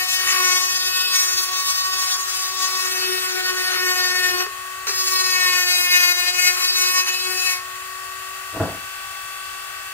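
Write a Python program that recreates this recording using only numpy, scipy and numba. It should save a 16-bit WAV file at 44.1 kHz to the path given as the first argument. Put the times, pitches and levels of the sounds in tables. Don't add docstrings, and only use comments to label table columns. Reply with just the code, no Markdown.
import sys
import numpy as np
from scipy import signal
from scipy.io import wavfile
from scipy.ndimage import uniform_filter1d
from numba import njit

SR = 44100
rng = np.random.default_rng(int(sys.argv[2]) if len(sys.argv) > 2 else 0)


def log_audio(samples):
    frames = np.atleast_2d(samples).T
    limited = np.clip(frames, -1, 1)
    pcm = np.round(limited * 32767).astype(np.int16)
    wavfile.write(sys.argv[1], SR, pcm)


N = 437904
HOP = 128

# [shaft multiple, level in first cut/dB, level in second cut/dB]
BLOW_HARMONICS = [(1, -42.5, -41), (2, -42.5, -41.5), (3, -31.5, -33), (4, -36, -36), (5, -32.5, -30),
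                  (6, -40.5, -32), (7, -33, -27), (8, -38, -36), (9, -37.5, -39), (10, -34.5, -38.5),
                  (11, -35, -29.5), (12, -34.5, -32.5), (13, -31.5, -29), (14, -32.5, -30),
                  (15, -37.5, -36), (16, -37.5, -37.5), (17, -35.5, -31), (18, -38.5, -37),
                  (19, -45, -39.5), (20, -43, -40.5), (21, -45, -44), (22, -44.5, -41), (23, -43, -45),
                  (24, -48, -43), (25, -45, -42.5), (26, -50, -42), (27, -44, -45.5), (28, -46, -47),
                  (29, -46.5, -43.5), (30, -49, -44), (31, -53, -53), (32, -40, -44), (33, -46, -42),
                  (34, -42, -46), (35, -45, -42), (36, -49, -44), (37, -49, -37), (38, -44, -43),
                  (39, -48, -54), (40, -46, -41), (41, -44, -44), (42, -48, -44)]
ZONE_STARTS = [1, 2, 3, 4, 5, 6, 7, 9, 15, 20, 43]
# [t/s, level about the usual pressure/dB]
PRESSURE = [(0.0, 6), (0.07, -5.5), (0.1, 3.5), (0.15, 1), (0.32, 4.5), (0.38, 3.5), (0.44, 8.5),
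            (0.52, 9.5), (0.62, 3), (0.89, 0.5), (1.11, -3), (1.16, 10.5), (1.25, 3), (1.42, -2),
            (1.52, -8), (1.59, 0.5), (1.74, 0.5), (1.85, -3.5), (2.12, -0.5), (2.24, -15), (2.28, -2.5),
            (2.48, -4.5), (2.52, -8), (2.69, -0.5), (2.73, -1.5), (3.27, -3), (3.34, -6), (3.38, -2),
            (3.43, -5.5), (3.48, 1), (3.54, -11), (3.58, -2), (3.7, 0.5), (3.73, -9), (3.76, -1), (3.87, 3),
            (3.95, -4.5), (3.99, 4.5), (4.16, 1.5), (4.28, 7), (4.33, -1), (4.42, -6), (4.88, -13.5),
            (5.1, -2), (5.37, 2), (5.59, 4.5), (5.66, -2.5), (5.7, 5), (5.83, 0), (5.88, -2.5), (5.95, 11),
            (6.0, 7.5), (6.11, 3.5), (6.16, -4), (6.27, 1.5), (6.32, -9), (6.39, 5), (6.48, 9),
            (6.57, -10.5), (6.65, -1), (6.72, -10), (6.79, 3), (6.92, -1), (6.96, 2), (7.01, 0.5),
            (7.05, -13), (7.09, -4.5), (7.14, -8), (7.39, -5), (7.46, 2.5), (7.52, 3.5), (7.56, -14.5)]
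# [t/s, level of low multiples/dB, of the third/dB, of the fifth and sixth/dB, of the seventh and eighth/dB]
ROD_COLOUR = [(0.0, -2, -3, 7, 1), (0.11, -11, -10.5, -2.5, 1.5), (0.38, 2.5, 4.5, 4.0, 1),
              (0.6, -5.5, -0.5, 1.0, -6.0), (1.0, -2.0, -1.5, -4.5, 5), (1.05, 1.0, -5, -7, 9.5),
              (1.16, -9.5, -1, -3, -3.5), (1.36, -3, -4.5, -4, -4), (1.78, -11, 1, -4.5, 0.5),
              (1.87, -4, 1.5, -4.5, 0.5), (2.66, -5, 3, -2, -4.5), (3.12, 9.5, -6, 1.5, -1),
              (3.22, 2, -0.5, 1.0, 0.0), (3.37, 10.0, -2.5, 3.5, -1.5), (4.13, 5.5, -1.5, 4.5, -4),
              (4.42, 12.5, -1.5, 4, 2), (4.88, -2, 5, 2.0, -4), (5.09, -2, 1.0, -5, -2),
              (5.13, -2.0, 7.5, -3.5, -3), (5.4, -1, 9, 4, -1.0), (5.76, 0, -8.0, -1.5, 3.5),
              (6.07, -1, -2.5, 2.0, 0), (6.71, 0.5, -3, -2, -1.0), (6.97, -4, 9, 1.0, -1.5),
              (7.16, -3, -6, -3.5, 2.0), (7.3, 7.5, -4, 0, -1), (7.42, 1, -13, -6.0, 2.5),
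              (7.48, -6, -6, -0.5, 2), (7.56, -3, -7, 5.5, -3)]
# [pressure/(dB per dB), then the four colour columns/(dB per dB)]
ZONE_RESPONSE = [(0.22, 0.98, 0.097, 0, -0.23), (0.18, 0.32, 0.053, 0.21, 0.25),
                 (.15, -0.028, 0.96, -0.036, 0.14), (0.77, .95, .2, -0.25, 0.34),
                 (0.8, 0.17, 0.15, 0.79, 0.14), (1.05, -.1, -0.12, 1.27, -0.31),
                 (0.59, 0.095, -0.11, 0.29, 0.97), (0.51, 0.011, 0.075, -0.38, 0.18),
                 (0.82, -0.26, 0.12, -0.55, -0.53), (0.71, 0.051, 0, -0.54, -0.085)]


def strikes(t, loose_low=0.087, loose=0.43, drift_hz=23.0, slip=0.0086, spread=2.12, chatter_db=1.8, sway_db=2.14):
    orders, first_db, second_db = np.transpose(BLOW_HARMONICS)
    zone = np.searchsorted(ZONE_STARTS, orders, "right") - 1
    zones = len(ZONE_RESPONSE)

    controls = [*follow(PRESSURE, t), *follow(ROD_COLOUR, t)]
    sway_share = np.minimum(np.arange(zones) + 0.78, 1)[:, None]
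    zone_db = np.array(ZONE_RESPONSE) @ controls + sway_db * sway_share * wander(zones, 6.7).real
    cut_db = np.where(t < TOUCHES[1][0], first_db[:, None], second_db[:, None])
    level = gain_of(cut_db + zone_db[zone])
    chatter = gain_of(chatter_db * (orders > 1)[:, None] * wander(1, 25.0).real)
    level = level * chatter * judder(t, orders)

    chance = np.where(orders < ZONE_STARTS[7], loose_low, loose)[:, None]
    left = np.sqrt(1 - chance) + np.sqrt(chance) * wander(len(orders), drift_hz)
    other = wander(len(orders), 1.74)
    other = other / (abs(other) + 0.036)

    late = slip * wander(1, 21.0).real + 0.0029 * wander(1, 84.0).real
    angle = spread * rng.standard_normal((len(orders), 1)) + 2 * np.pi * orders[:, None] * late
    ports = pair(left, other, orders * 368, direct=0.98)
    return orders, np.sqrt(2) * level * contact(t, size=1) * np.exp(1j * angle) * ports


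def judder(t, orders, beat_hz=53.0, first=3, last=8):
    shaken = (orders >= first) & (orders <= last)
    beat = np.exp(2j * np.pi * (beat_hz * t + rng.random((len(orders), 1))))
    depth = np.transpose(SKID_FLARES)[4] @ skids(t)
    return 1 + shaken[:, None] * depth * beat


# [t of the top/s, length/s, level under 3 kHz/dB, level above/dB, judder depth/0-1]
SKID_FLARES = [(0.304, 0.33, -25.5, -22.5, 0.86), (1.14, 0.11, -38, -24, 0.4), (2.88, 0.13, -38, -33, 0.3),
               (3.74, 0.16, -25.5, -27.5, 0.55), (4.415, 0.065, -28, -36, 0.5), (4.89, 0.15, -29, -28, .3),
               (6.596, 0.17, -29, -27, 0.7), (6.844, 0.083, -40, -32, 0.3), (7.085, .07, -24.5, -22, .4),
               (7.522, .1, -33, -28, 0.5)]


def skids(t):
    top, length = np.transpose(SKID_FLARES)[:2, :, None]
    return np.cos(np.pi * np.clip((t - top) / length, -.5, .5)) ** 2


# [t the bit meets the rod/s, t it lifts/s]
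TOUCHES = [(0, 4.438), (4.868, 7.575)]


def contact(t, size, ring_db_per_s=407):
    held = sum((t >= start) * gain_of(-ring_db_per_s * np.maximum(t - end, 0)) for start, end in TOUCHES)
    return uniform_filter1d(held, size=size)


# [t/s, level under 3 kHz/dB, level above/dB]
RASP_LEVEL = [(0, -36, -30.5), (.7, -48, -30.5), (1.3, -35, -32), (1.8, -41, -45), (2.1, -34.5, -31),
              (2.64, -36.5, -34), (3, -32, -28.5), (3.7, -34, -31), (4.4, -39, -31), (5, -34, -28.5),
              (5.5, -41, -30.5), (6.1, -41, -32), (6.8, -36.5, -29.5), (7.4, -38, -32)]
# [f/Hz, level per Hz/dB]
GRIT_SPECTRUM = [(200, -41), (550, -25), (900, -15.5), (1300, -5.5), (2800, -9), (3500, -9), (4300, 1),
                 (6300, 3.5), (7300, -4.5), (10800, -5), (12400, -2), (15600, -12)]
# [t/s, level of the blow/dB]
BOUNCES = [(4.465, -4), (4.871, -5), (4.894, -2)]
# [f/Hz, width/Hz, relative level/dB]
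ROD_MODES = [(407, 18, -2.5), (1140, 120, -0.5), (1820, 120, -1), (2600, 220, -6), (5000, 300, -19),
             (6200, 300, -11)]


def rasp(turns, depth=0.27, split_hz=3400, bite=0.15):
    t = np.arange(N) / SR

    def low_db(hz):
        return read(GRIT_SPECTRUM, hz) - 10 * np.log10(1 + (hz / split_hz) ** 8)

    def high_db(hz):
        return read(GRIT_SPECTRUM, hz) - 10 * np.log10(1 + (split_hz / (hz + 1)) ** 8)

    low = hiss(low_db, patchy_db=-2.0)
    high = hiss(high_db, patchy_db=5.5)
    power = gain_of(follow(RASP_LEVEL, t) + bite * follow(PRESSURE, t)) ** 2
    power = power + gain_of(np.transpose(SKID_FLARES)[2:4]) ** 2 @ skids(t) ** 2
    low_gain, high_gain = np.sqrt(power)

    pulse = evened(1 + depth * np.cos(2 * np.pi * turns))
    grit = (low_gain * evened(low) + high_gain * evened(high)) * contact(t, size=60) * pulse
    blows = np.zeros((2, N))
    for s, db in BOUNCES:
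        blows[:, round(s * SR)] = gain_of(db)
    return grit + signal.oaconvolve(blows, ringing(ROD_MODES), axes=1)[:, :N]


# [shaft multiple, level at the rod/dB, level once turned away/dB, left minus right/dB]
MOTOR_TONES = [(1.0, -52, -58, 5), (2.0, -64, -61, 7), (3.0, -31, -35, 10), (4.0, -50, -44, 0),
               (5.0, -42, -46, -5), (6.0, -55, -47, 10), (7.0, -42, -40, 9), (9.0, -52, -47, 7),
               (10.0, -57, -60, 7), (12.0, -52, -49, -2), (13.0, -57, -60, 3), (15.0, -63, -59, 9),
               (17.0, -66, -59, 7), (18.0, -49, -58, 3), (19.0, -55, -61, 8), (20.0, -64, -58, 6),
               (21.0, -58, -59, 1), (22.0, -59, -56, 6), (23.0, -60, -61, 7), (25.0, -62, -58, 4),
               (26.0, -66, -63, 4), (28.0, -62, -58, 8), (29.0, -70, -61, 7), (30.0, -65, -63, 7),
               (31.0, -63, -62, 5), (32.0, -66, -67, 6), (33.0, -63, -58, 3), (34.0, -63, -64, 0),
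               (35.0, -65, -61, -1), (36.0, -63, -59, 7), (37.0, -62, -68, 1), (38.0, -64, -63, -2),
               (39.0, -67, -59, 2), (40.0, -61, -62, 9), (41.0, -62, -59, -4)]
# [shaft multiple, level at the rod/dB, level once turned away/dB, left minus right/dB]
BEARING_TONES = [(1.875, -54, -59, 2), (2.125, -58, -51, 3), (3.08, -52, -55, 1), (3.125, -43, -44, 8),
                 (3.875, -56, -53, 0), (3.92, -57, -55, 8), (4.08, -47, -47, 11), (4.125, -51, -49, 5),
                 (4.25, -53, -54, 1), (4.875, -54, -55, 1), (5.125, -51, -55, 2), (5.36, -57, -57, -2),
                 (6.125, -58, -57, 3), (6.36, -62, -56, 8), (6.875, -53, -51, 4), (7.125, -47, -43, 10),
                 (7.25, -56, -55, 6), (8.125, -54, -52, 4), (8.25, -58, -55, 0)]
# [t/s, how far/0-1]
TURNED_AWAY = [(8.3, 0), (8.8, 1)]


def motor(t, loose=.12, drift_hz=1.5, shake=.001, damping=.7):
    table = np.concatenate([MOTOR_TONES, BEARING_TONES])
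    orders, near_db, away_db, side_db = np.transpose(table)[:, :, None]
    turned = follow(TURNED_AWAY, t)

    lead = read(PORT_PAIR, orders[:, 0] * 379)[1][:, None]
    lead = np.where(orders < 18, np.minimum(.18 * orders, 2.2), lead)
    lead = np.where(orders % 1 > 0, 1.9, lead)

    start = np.exp(2j * np.pi * (rng.random(orders.shape) + shake * orders * wander(1, 30.0).real))
    left, right = (start * (1 + loose * wander(len(orders), drift_hz)) for _ in range(2))
    sides = np.array([left * gain_of(side_db / 2), right * np.exp(-1j * lead) / gain_of(side_db / 2)])
    sides /= np.sqrt(np.cosh(side_db * np.log(10) / 10))

    pressed = uniform_filter1d(contact(t + 0.12, size=1) * contact(t, size=1), size=8)
    sides *= 1 - damping * pressed
    level = gain_of((1 - turned) * near_db + turned * away_db)
    return orders[:, 0], np.sqrt(2) * level * sides


# [t/s, level of the force before slip_db/dB]
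SCUFF_FORCE = [(8.52, -43), (8.552, -27.5), (8.61, -14.5), (8.648, -16.5), (8.668, -23), (8.698, -24),
               (8.826, -49), (8.84, -39)]
# [t/s, level of the blow before knock_db is subtracted/dB]
FLOOR_KNOCKS = [(8.559, -31), (8.603, -29), (8.69, -32)]
# [f/Hz, width/Hz, relative level/dB]
WOOD_MODES = [(72, 25, -12), (100, 32, 3), (177, 20, -2), (293, 50, 0), (484, 50, -1.5), (660, 47, 1),
              (860, 130, -3.5), (1000, 51, -4.5), (1440, 320, -4)]


def scuff(per_s=900, knock_db=-24, slip_db=-6):
    t = np.arange(N) / SR
    slips = rng.standard_normal((2, N)) * (rng.random(N) < per_s / SR)
    slips[1] = .92 * slips[0] + .4 * slips[1]
    force = slips * np.sqrt(SR / per_s) * gain_of(follow(SCUFF_FORCE, t, off=-120) + slip_db)
    for s, db in FLOOR_KNOCKS:
        force[:, round(s * SR)] -= gain_of(db - knock_db)
    force = uniform_filter1d(force, size=8, axis=1)
    return signal.oaconvolve(force, ringing(WOOD_MODES), axes=1)[:, :N]


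# [f/Hz, level per Hz/dB]
FAN_SPECTRUM = [(120, -36), (250, -20.5), (550, -12.5), (690, -3), (900, -7.5), (1300, 1.5), (1900, 0),
                (2300, -3.5), (2750, -1.5), (3500, -5.5), (4500, -4.5), (5500, -7), (7300, -6.5),
                (8400, -7), (9400, -6), (11000, -12.5), (12400, -7.5), (15600, -12)]
# [f/Hz, level per Hz/dB]
RUMBLE_SPECTRUM = [(12, -46), (20, -14), (32, -13), (44, -6), (62, 7.5), (80, 2), (104, -8), (125, -20),
                   (140, -28), (200, -11.5), (260, -46), (440, -120)]


def air(fan_db=-34.5, rumble_db=-59):
    fan = hiss(lambda hz: read(FAN_SPECTRUM, hz), patchy_db=1.0, direct=0.32)
    rumble = hiss(lambda hz: read(RUMBLE_SPECTRUM, hz), patchy_db=0.8)
    return gain_of(fan_db) * evened(fan) + gain_of(rumble_db) * evened(rumble)


# [f/Hz, likeness/0-1, phase by which left leads/rad, left minus right/dB]
PORT_PAIR = [(100, .96, 0, 0), (200, .9, .2, 0), (370, .85, 1.9, 4.5), (740, .75, 1.9, 3),
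             (1100, .7, 1.6, 2), (2600, .7, 1.9, 5), (3500, .8, 2.8, 3), (4800, .9, 3.1, 2),
             (6300, .75, 3.5, 2), (7200, .3, 4.9, 3), (9300, .45, 6.4, 2), (10800, .45, 8.2, 3),
             (11600, .1, 9.4, 2), (15600, .1, 11.0, 2.5)]


def pair(left, other, hz, direct=1):
    same, lead, side_db = (c[:, None] for c in read(PORT_PAIR, hz))
    same = np.clip(same * direct, 0, 1)
    right = (same * left + np.sqrt(1 - same ** 2) * other) * np.exp(-1j * lead)
    return np.array([left * gain_of(side_db / 2), right / gain_of(side_db / 2)])


def hiss(level, patchy_db, direct=1):
    frames, hz = N // 256 + 5, np.fft.rfftfreq(1024, 1 / SR)
    a, b, c, d, patches = rng.standard_normal((frames, 513, 5)).T
    patches = uniform_filter1d(patches, size=12, axis=0)
    patches = evened(uniform_filter1d(patches, size=10, axis=1))
    ports = pair(a + 1j * b, c + 1j * d, hz, direct)
    spectrum = ports * gain_of(level(hz)[:, None] + patchy_db * patches)
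    return signal.istft(spectrum, nperseg=1024, noverlap=768)[1][:, :N]


def ringing(modes):
    t = np.arange(8000) / SR
    ring = np.zeros(len(t))
    for k, (hz, width, db) in enumerate(modes):
        decay = np.sqrt(width) * np.exp(-np.pi * width * t)
        ring += gain_of(db) * decay * np.sin(2 * np.pi * hz * t) * (-1) ** k
    ring = signal.sosfilt(signal.butter(2, 55, "high", fs=SR, output="sos"), ring)
    return ring[None] / np.linalg.norm(ring)


@njit
def tones(turns, orders, heights, hop):
    out = np.zeros((2, len(turns)))
    for k in range(len(orders)):
        for i in range(len(turns)):
            j, u = i // hop, (i % hop) / hop
            spin = np.exp(2j * np.pi * orders[k] * turns[i])
            for ch in range(2):
                out[ch, i] += (spin * ((1 - u) * heights[ch, k, j] + u * heights[ch, k, j + 1])).real
    return out


def wander(count, hz):
    frames = N // HOP + 2
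    f = np.fft.fftfreq(frames, HOP / SR)
    z = rng.standard_normal((count, frames)) + 1j * rng.standard_normal((count, frames))
    return evened(np.fft.ifft(z / (1 + (f / hz) ** 2), axis=1))


def gain_of(db):
    return 10 ** (np.asarray(db) / 20)


def evened(x):
    return x / np.sqrt(np.mean(abs(x) ** 2) + 1e-20)


def read(points, hz):
    f, *columns = np.transpose(points)
    return np.squeeze([np.interp(np.log(hz + 1), np.log(f + 1), c) for c in columns])


def follow(rows, t, off=None):
    s, *columns = np.transpose(rows)
    return np.array([np.interp(t, s, c, off, off) for c in columns])


# [t/s, f/Hz]
SHAFT_SPEED = [(0.0, 368.4), (0.18, 371.3), (0.52, 366.2), (0.8, 369.8), (1.24, 369.2), (1.42, 371.6),
               (1.88, 374.6), (2.12, 372.1), (2.32, 373.6), (2.56, 374.3), (2.74, 374.7), (2.86, 371.9),
               (3.62, 369.0), (3.72, 368.6), (3.78, 365.6), (3.84, 367.0), (4.22, 364.7), (4.26, 363.8),
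               (4.38, 363.3), (4.42, 366.1), (4.68, 373.8), (4.84, 376.3), (5.12, 374.9), (5.56, 362.4),
               (5.78, 358.8), (5.98, 358.7), (6.06, 356.3), (6.22, 358.1), (6.26, 357.7), (6.38, 362.6),
               (6.46, 361.5), (6.6, 362.6), (6.74, 365.9), (6.86, 365.5), (6.98, 368.2), (7.46, 369.6),
               (7.56, 364.4), (7.64, 370.8), (7.84, 374.8), (8.06, 377.1), (8.44, 378.7), (9.92, 379.2)]


def scene():
    turns = np.cumsum(follow(SHAFT_SPEED, np.arange(N) / SR)[0]) / SR
    t = np.arange(N // HOP + 2) * HOP / SR
    blow_orders, blows = strikes(t)
    motor_orders, whine = motor(t)
    orders = np.concatenate([blow_orders, motor_orders])
    heights = np.concatenate([blows, whine], axis=1)
    return tones(turns, orders, heights, HOP) + rasp(turns) + air() + scuff()


def record(dry, edge_hz=15760):
    lowpass = signal.firwin(1023, edge_hz, window=("kaiser", 10), fs=SR)
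    return signal.oaconvolve(dry, lowpass[None], "same")


dry = scene()
out = record(dry)
log_audio(out)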